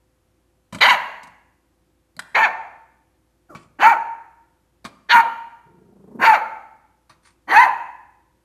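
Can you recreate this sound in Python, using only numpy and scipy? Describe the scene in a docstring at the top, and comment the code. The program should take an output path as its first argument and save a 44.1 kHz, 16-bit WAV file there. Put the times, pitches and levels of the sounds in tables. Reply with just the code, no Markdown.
"""A puppy barks six times in a ringing room with a wooden floor, over a quiet steady ventilation hum.
Claws and pads tap filtered-noise clicks and thuds from the floor before the first bark and between later ones.
Each bark leaps from a hoarse grunt to a yelp and drops: vocal-fold harmonics and pulsed air through a moving tract.
A tiny squeak and a sliding paw come before the third bark, and a fluttering low growl leads into the fifth.
A faint lip smack and one more slide precede the last; each pose aims the treble anew, with its own reflections."""
import sys
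import numpy as np
from scipy import signal
from scipy.fft import rfft, irfft, next_fast_len
from scipy.io import wavfile
from scipy.ndimage import uniform_filter1d, minimum_filter1d, map_coordinates

SR = 44100
rng = np.random.default_rng(int(sys.argv[2]) if len(sys.argv) > 2 else 0)


def int16_out(signal):
    """Quantize to a 16-bit WAV file."""
    q = np.round(np.clip(np.atleast_2d(signal).T, -1, 1) * 32767)
    wavfile.write(sys.argv[1], SR, q.astype(np.int16))


N = 372201
TIME = np.arange(N) / SR


def amp(db):
    """Decibels to gain."""
    return 10 ** (np.asarray(db) / 20)


def unit(x):
    """Scale to rms 1."""
    return x / np.sqrt(np.mean(x ** 2) + 1e-20)


def along(points, hz):
    """Read a curve of (frequency [Hz], value) points on a log frequency axis."""
    point_hz, values = np.transpose(points)
    return np.interp(np.log(hz + 1), np.log(point_hz), values)


def add(track, s, x):
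    """Mix x into the track at time s."""
    part = track[round(s * SR):][:len(x)]
    part += x[:len(part)]


def span(s, length):
    """The sample times of an event, and its progress from 0 to 1."""
    t = TIME[round(s * SR):round((s + length) * SR)]
    return t, (t - s) / length


def ramp(t, length):
    """Climb from 0 to 1 in the given time, then stay."""
    return np.clip(t / length, 0, 1)


def envelope(t, attack_s, release_s, depth_db=22):
    """Attack, hold and release, in dB under the held level."""
    return depth_db * (ramp(t - t[0], attack_s) + ramp(t[-1] - t, release_s) - 2)


def wobble(t, rate):
    """A smooth random curve with rate knots a second."""
    return map_coordinates(rng.standard_normal(2048), [(t - t[0]) * rate], mode="wrap")


def filtered(x, response):
    """Shape the spectrum of x by a response given as a function of frequency."""
    m = next_fast_len(len(x) + 8192)
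    return irfft(rfft(x, m) * response(np.fft.rfftfreq(m, 1 / SR)), m)[:len(x)]


def noise(spectrum, size):
    """Coloured noise of rms 1."""
    white = np.random.default_rng(rng.integers(2 ** 31)).standard_normal(size)
    return unit(filtered(white, lambda hz: amp(along(spectrum, hz))))


def resonances(modes, hz):
    """Response of a resonating body: a sum of damped modes with alternating sign."""
    total = 0
    for k, (center, width, db) in enumerate(modes):
        mode = 1j * hz * width / (center * center - hz * hz + 1j * hz * width)
        total = total + (-1) ** k * amp(db) * mode
    return total


def ventilation(air_db=-66):
    """Steady low air noise with two faint fan tones that drift in phase."""
    # colour of the moving air: (frequency [Hz], relative level [dB])
    air_colour = [(12, -56), (20, -24.5), (30, -17), (49, -17), (87, -7.5), (242, -15), (347, -9.5),
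                  (470, -27), (511, -18), (555, -22.5), (774, -22.5), (2040, -29), (5230, -33),
                  (12700, -33.5), (15000, -50.5)]
    # fan tones: (frequency [Hz], rms level [dB])
    fan_tones = [(58, -70), (512, -78)]
    tones = np.zeros(N)
    for hz, db in fan_tones:
        tones += amp(db) * np.sqrt(2) * np.sin(2 * np.pi * hz * TIME + .6 * wobble(TIME, 2.2))
    trim = [(30, -2), (70, 0), (1200, 0), (4000, -3)]  # (frequency [Hz], gain [dB])
    air = filtered(noise(air_colour, N), lambda hz: amp(along(trim, hz)))
    return amp(air_db) * air + tones


def small_contacts(ring_width_hz=330, ring_db=2, thud_t60=.11):
    """Claws and pads click and thud on the floor, a lip smacks faintly at 7.095 s, and twice a paw slides."""
    # small contacts, claws and pads on the floor and at 7.095 s a faint lip smack:
    # (time [s], click level [dB], click t60 [s], thud level [dB], click brightness [dB], own ring [Hz])
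    contacts = [(.725, -36.5, 0.17, -30.5, 0.5, 1030), (.746, -29, .06, -29.5, -3, 930),
                (.785, -35, .04, -56, 7, 3340), (1.232, -45, 0.054, -50.5, 17, 1300),
                (1.272, -51.5, 0.033, -48.5, 14, 1700), (2.166, -36, 0.0065, -44, 28, 4406),
                (2.192, -20, 0.028, -49.5, -0.5, 1780), (3.549, -34, 0.12, -35, -6, 1156),
                (4.844, -37.5, 0.029, -36, 15.5, 4530), (4.85, -27, 0.08, -34.5, -1, 1047),
                (7.095, -46, 0.16, -52, -2, 1056)]
    # modes that all the clicks share: (frequency [Hz], width [Hz], level [dB])
    shared_modes = [(1300, 900, -3.5), (2450, 500, -6.5), (4000, 810, -11), (9000, 3800, -25.5)]
    # low modes of the thuds: (frequency [Hz], width [Hz], level [dB])
    thud_modes = [(98.6, 50, -3.5), (183.4, 75, 0), (330.4, 120, -10.5), (620, 83, -7.5)]
    # slipping paws: (time [s], length [s], level [dB])
    slips = [(3.56, 0.14, -59.5), (7.223, .12, -55)]
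    # colour of a paw rubbing on wood: (frequency [Hz], relative level [dB])
    rub_colour = [(350, -52.5), (600, -28.5), (964, -1.5), (1840, -9.5), (2390, -6.5), (5210, -14),
                  (5790, -19.5), (9180, -14), (14000, -49.5)]
    tilt = [(1000, 0.028), (5000, 0.97)]  # (frequency [Hz], share of the brightness)
    out, t = np.zeros(N), TIME[:SR // 4]
    for s, click_db, click_t60, thud_db, bright_db, ring_hz in contacts:
        click_modes = [(ring_hz, ring_width_hz, ring_db)] + list(shared_modes)
        click = (click_modes, click_db, click_t60, bright_db)
        thud = (thud_modes, thud_db, thud_t60, 0)
        for modes, db, t60, tilt_db in (click, thud):
            fade = amp(-60 * t / t60)
            burst = fade * rng.standard_normal(len(t))
            ring = filtered(burst, lambda hz: resonances(modes, hz) * amp(tilt_db * along(tilt, hz)))
            add(out, s, amp(db) * unit(ring) * np.sqrt(np.mean(fade ** 2)))
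    for s, length, db in slips:
        t, _ = span(s, length)
        level_db = db + envelope(t, attack_s=.03, release_s=0.07) + 2.8 * wobble(t, 300)
        add(out, s, amp(level_db) * noise(rub_colour, len(t)))
    return out


def whine(octave_db=1, under_db=-4, hoarse_db=-3):
    """A tiny hoarse squeak that sags in pitch: a tone, its octaves above and below, and breath noise."""
    # the squeak: (start pitch [Hz], end pitch [Hz], level [dB])
    squeak_glide = (760, 430, -42.5)
    # when it sounds: (time [s], length [s])
    squeak_span = (3.487, .072)
    breath_colour = [(120, -11.5), (300, 2.5), (700, -15.5), (1400, -12.0), (2500, -33)]  # ([Hz], [dB])
    out = np.zeros(N)
    start_hz, end_hz, db = squeak_glide
    t, progress = span(*squeak_span)
    pitch = start_hz + (end_hz - start_hz) * progress
    phase = 2 * np.pi * np.cumsum(pitch * (1 + .07 * wobble(t, 400))) / SR
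    tone = amp(under_db) * np.sin(phase / 2) + np.sin(phase) + amp(octave_db) * np.sin(2 * phase)
    squeak = unit(tone) + amp(hoarse_db) * noise(breath_colour, len(t))
    level_db = db + envelope(t, attack_s=0.014, release_s=0.013)
    add(out, t[0], amp(level_db) * unit(squeak))
    return out


def growl(flutter_hz=26, flutter_db=7.0, hoarse_db=-2, octave_db=-9, build_s=0.18, jitter=.19):
    """A closed-mouth growl: a hoarse low tone that climbs and firms up, shaken by slow flaps of the throat."""
    # the climb: (start pitch [Hz], end pitch [Hz], level [dB], crescendo [dB])
    growl_climb = (178, 239.5, -58, 32)
    # when it sounds: (time [s], length [s])
    growl_span = (5.63, .605)
    # colour of the air with the mouth shut: (frequency [Hz], relative level [dB])
    chest_colour = [(50, -30.5), (110, -6), (200, -7), (310, -6), (400, 0.5), (600, -15), (950, -18),
                    (1500, -31), (2500, -51.5)]
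    out = np.zeros(N)
    start_hz, end_hz, db, crescendo_db = growl_climb
    t, _ = span(*growl_span)
    effort = np.exp((t - t[-1]) / build_s)
    pitch = start_hz + (end_hz - start_hz) * effort
    phase = 2 * np.pi * np.cumsum(pitch * (1 + jitter * wobble(t, 220))) / SR
    slack = pitch[0] / pitch  # tighter folds leak less air
    tone = unit(np.sin(phase) + amp(octave_db) * np.sin(2 * phase))
    air = amp(hoarse_db) * slack ** 2 * noise(chest_colour, len(t))
    flaps = np.cos(2 * np.pi * np.cumsum(flutter_hz * (1 + wobble(t, 11) / 20)) / SR)
    shaken = (tone + air) * amp(flutter_db * slack * flaps)
    level_db = db + crescendo_db * effort + envelope(t, attack_s=0.031, release_s=.015)
    add(out, t[0], amp(level_db) * unit(shaken))
    return out


def tract(hz, mouth_hz, throat_hz, bright_db,
          mouth_db=10, mouth_width_hz=200, throat_db=10.0, throat_width_hz=170):
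    """Gain of the vocal tract: jaw and tongue move two resonances, and a wide mouth lets out more treble."""
    # fixed colour of throat and muzzle: (frequency [Hz], relative level [dB])
    muzzle_colour = [(90, -29), (210, 0.5), (420, -10.5), (600, -11), (900, 3.5), (1150, -4.5), (2450, -10),
                     (3500, -18), (4500, -17), (4950, -34), (6700, -29), (7800, -41.5), (9000, -39.5),
                     (13000, -35.5)]
    bright_weight = [(900, 0.32), (1800, 1.5), (4000, 2.7), (9000, 1.0)]  # (frequency [Hz], factor)
    mouth = mouth_db / (1 + ((hz - mouth_hz) / mouth_width_hz) ** 2)
    throat = throat_db / (1 + ((hz - throat_hz) / throat_width_hz) ** 2)
    return amp(along(muzzle_colour, hz) + mouth + throat + bright_db * along(bright_weight, hz))


def folds(t, phase, pitch, rough, shape, halves_db=0, slope_db=-3, chest_db=3):
    """Harmonics of the vocal folds; when rough, alternate cycles differ and lines appear halfway."""
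    k = np.arange(2, 25)[:, None] / 2  # harmonic numbers, with the halves between
    halves = np.where(k % 1 > 0, amp(halves_db) * np.sqrt(rough), 1)
    gains = tract(k * pitch, *shape) * halves * amp(slope_db * np.log2(k))
    # the chest radiates a low fundamental
    gains = gains * amp(chest_db * np.clip(1.5 - pitch / 350, 0, 1) * (k == 1))
    gains = gains / np.linalg.norm(gains, axis=0)
    partials = gains * np.sin(k * phase + rng.uniform(0, 2 * np.pi, k.shape))
    tone = np.sqrt(2) * np.sum(partials, axis=0)
    return tone * amp(1.5 * rough * wobble(t, 260))


def rasp(phase, pitch, shape, gating=.7, under_db=-17):
    """Turbulent air, let through once a cycle, shaped by the vocal tract and weak under the pitch."""
    puffs = rng.standard_normal(SR // 2)[:len(phase)] * (1 + gating * np.cos(phase))
    hz, s, z = signal.stft(puffs, SR, nperseg=512, noverlap=384)
    hz = hz[:, None]
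    frame = np.minimum(np.round(s * SR).astype(int), len(phase) - 1)
    gains = tract(hz, *np.array(shape)[:, frame]) * amp(under_db / (1 + (hz / pitch[frame]) ** 6))
    gains = gains / np.linalg.norm(gains, axis=0)
    air = signal.istft(z * gains, SR, nperseg=512, noverlap=384)[1]
    return unit(air[:len(phase)])


def voice(t, pitch, rough, shape, waver=.05, jitter=.042, leak=.38):
    """Vocal folds and leaking air through the vocal tract; slack folds at a low pitch flap and leak most."""
    rough = np.clip(rough, .01, .9)
    slack = 900 / pitch
    pitch = pitch * (1 + waver * rough * wobble(t, 90))  # a young voice is unsteady
    flapping = 1 + jitter * rough * slack ** .7 * wobble(t, 420)
    phase = 2 * np.pi * np.cumsum(pitch * flapping) / SR
    air = np.clip(leak * rough * np.sqrt(slack), 0, 1)  # share of the power
    tone = folds(t, phase, pitch, rough, shape)
    return np.sqrt(1 - air) * tone + np.sqrt(air) * rasp(phase, pitch, shape)


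def barks():
    """Each bark leaps from a rough, wide-jawed grunt to a clearer yelp that swells, then drops and fades."""
    # one bark a row: (time [s], rise [s], hold [s], attack [s], release [s], jaw wide for [s],
    # grunt pitch [Hz], yelp start pitch [Hz], yelp end pitch [Hz], level before the scene's mix [dB],
    # yelp swell [dB], yelp roughness [0-1], mouth resonance [Hz], throat resonance [Hz],
    # throat resonance with the jaw wide [Hz], brightness before the tract's weighting [dB],
    # extra brightness with the jaw wide, likewise [dB])
    bark_rows = [ (0.804, .04, .063, 0.0091, 0.062, .026, 376, 620, 1073, -11.5, -2, .48, 1891, 2813, 4357, 1, 10),
                 (2.343, .046, .054, 0.0092, .056, 0.025, 400.1, 906, 877.3, -15.5, 1.5, 0.3, 1688, 2378, 2041, -5.5, 8),
                 (3.784, .05, .076, .048, 0.042, .05, 201.1, 854, 933.6, -11.5, 6, .19, 1470, 2274, 2900, -5, 7),
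                 (5.085, .033, .088, .028, .012, 0.044, 183.1, 967.5, 906.2, -12, 5, 0.3, 1439, 2370, 3341, -5.5, 16),
                 (6.184, .073, .072, .062, .064, .06, 221.5, 925.5, 849.6, -12.5, 5.5, .08, 1354, 2188, 2255, -2, 0.5),
                 (7.468, .07, .092, .078, .06, .07, 230.6, 777.7, 1037, -13.5, 8, .07, 1694, 2517, 3053, -2.5, 2.5)]
    tense_s = .018  # time constant of the pitch's leap from grunt to yelp
    # the folds rattle, lock into a tone with this time constant, and loosen again
    grunt_rough, fall_rough, lock_s = .85, .7, .014
    jaw_s, mouth_lift_hz = .012, 254  # the jaw relaxes this fast; while wide it raises the mouth resonance
    fall_s, fall_octaves = 0.069, 1.05  # the final drop as the breath runs out
    arch_hz = 4  # the pitch bows up in mid-yelp
    attack_power, fade_db, fade_power = 1.6, 20, 1.6
    soft_dull_db = 5  # duller while the voice starts and fades, before the tract's weighting
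    waver_db = 3.1  # unsteady brightness, before the tract's weighting
    out = np.zeros(N)
    for (s, rise, hold, attack, release, wide, grunt_hz, start_hz, end_hz, db, swell_db,
         yelp_rough, mouth_hz, throat_hz, wide_hz, bright_db, bite_db) in bark_rows:
        t, _ = span(s, rise + hold + fall_s)
        age = t - s - rise  # time since the yelp began
        held, spent = ramp(age, hold), ramp(age - hold, fall_s)
        onset, fade = ramp(t - s, attack), ramp(age - hold, release)
        push = np.sin(np.pi * held) ** 2

        glide = np.sin(np.pi * held / 2) ** 2
        yelp_hz = start_hz + (end_hz - start_hz) * glide + arch_hz * push
        tension = np.exp(np.minimum(age, 0) / tense_s)
        pitch = (grunt_hz + (yelp_hz - grunt_hz) * tension) * 2 ** (-fall_octaves * spent)

        gain = onset ** attack_power * amp(db + swell_db * push - fade_db * fade ** fade_power)
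        rattle = np.exp(-np.maximum(age, 0) / lock_s)
        rough = yelp_rough + (grunt_rough - yelp_rough) * rattle + (fall_rough - yelp_rough) * spent

        jaw = (1 - np.tanh((t - s - wide) / jaw_s / 2)) / 2  # 1 wide, 0 relaxed
        softness = 1 - onset + fade
        treble_db = bright_db + bite_db * jaw - soft_dull_db * softness + waver_db * wobble(t, 70)
        shape = [mouth_hz + mouth_lift_hz * jaw, throat_hz + (wide_hz - throat_hz) * jaw, treble_db]
        add(out, s, gain * voice(t, pitch, rough, shape) * signal.windows.tukey(len(t), .05))
    return out


def room(near_db=-4, early_db=-14, tail_db=-15.5, near_t60=0.035, early_t60=0.13, beam_hz=2300):
    """One spot's answer: floor and furniture reflect at once, the walls ring on."""
    # decay of the room: (frequency [Hz], t60 [s])
    ring_t60 = [(100, 1), (450, 0.76), (900, 0.76), (1300, 0.78), (2300, 0.76), (4000, 0.64), (7000, 0.87),
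                (13000, 0.71)]
    # colour of the ringing: (frequency [Hz], relative level [dB])
    wall_colour = [(150, 1.5), (500, 6), (900, 0.5), (1400, -0.5), (2400, -1.5), (4000, -3), (10000, -2.5)]
    t = TIME[:SR]
    # the muzzle beams its treble aside, so much of that arrives off the floor and the chair
    near = rng.standard_normal(SR) * (rng.random(SR) < 1 / 20) * amp(-60 * t / near_t60)
    near = signal.sosfilt(signal.butter(2, beam_hz, "high", fs=SR, output="sos"), near)
    early = rng.standard_normal(SR) * (rng.random(SR) < 1 / 50) * amp(-60 * t / early_t60) * (t > .002)
    hz, s, z = signal.stft(rng.standard_normal(SR), SR, nperseg=256)
    fade_db = along(wall_colour, hz)[:, None] - 60 * s / along(ring_t60, hz)[:, None]
    tail = signal.istft(z * amp(fade_db), SR, nperseg=256)[1][:SR]
    tail = tail * (1 - np.exp(-t / 0.0013))
    paths = ((near_db, near), (early_db, early), (tail_db, tail))
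    return sum(amp(db) * path / np.linalg.norm(path) for db, path in paths)


def heard(x):
    """Every pose aims the treble differently and meets new reflections; the direct sound is a little dull."""
    # where the puppy stands and points its muzzle: (time [s], room level [dB],
    # edge at 3.5 kHz [dB], hiss at 10 kHz [dB])
    muzzle_poses = [(0, 4.5, -4.5, 2.5), (2.331, 4, -2.5, -6.5), (3.3, 1.5, -6.5, -3), (4.7, 2, -4.5, 0),
                    (5.899, 3, -5.5, 2), (7.0, 4.5, -4.5, 0.5)]
    dull = [(1500, -1.5), (3000, -2), (6000, -2.0)]  # direct sound: (frequency [Hz], gain [dB])
    out = np.zeros(N)
    starts = [0] + [round(pose[0] * SR) for pose in muzzle_poses[1:]]
    ends = starts[1:] + [N]
    for start, end, (_, room_db, edge_db, hiss_db) in zip(starts, ends, muzzle_poses):
        aim = [(2200, 0.0024), (3500, edge_db), (6500, 0.0073), (10000, hiss_db)]
        aimed = filtered(x[start:end], lambda hz: amp(along(aim, hz)))
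        direct = filtered(aimed, lambda hz: amp(along(dull, hz)))
        add(out, start / SR, direct)
        add(out, start / SR, amp(room_db) * signal.fftconvolve(aimed, room()))
    return out


def scene(bark_db=2):
    """The puppy in its room, over the ventilation."""
    puppy = small_contacts() + whine() + growl() + amp(bark_db) * barks()
    return (ventilation() + heard(puppy))[None]


def record(dry, ceiling=1.0, top_hz=14000):
    """A fast limiter holds peaks to full scale, then a steep cut removes everything above the band limit."""
    needed = np.minimum(1, ceiling / (np.abs(dry[0]) + 1e-9))
    gain = uniform_filter1d(minimum_filter1d(needed, size=90), size=60)  # sizes in samples
    return filtered(dry[0] * gain, lambda hz: hz < top_hz)[None]


dry = scene()
out = record(dry)
int16_out(out)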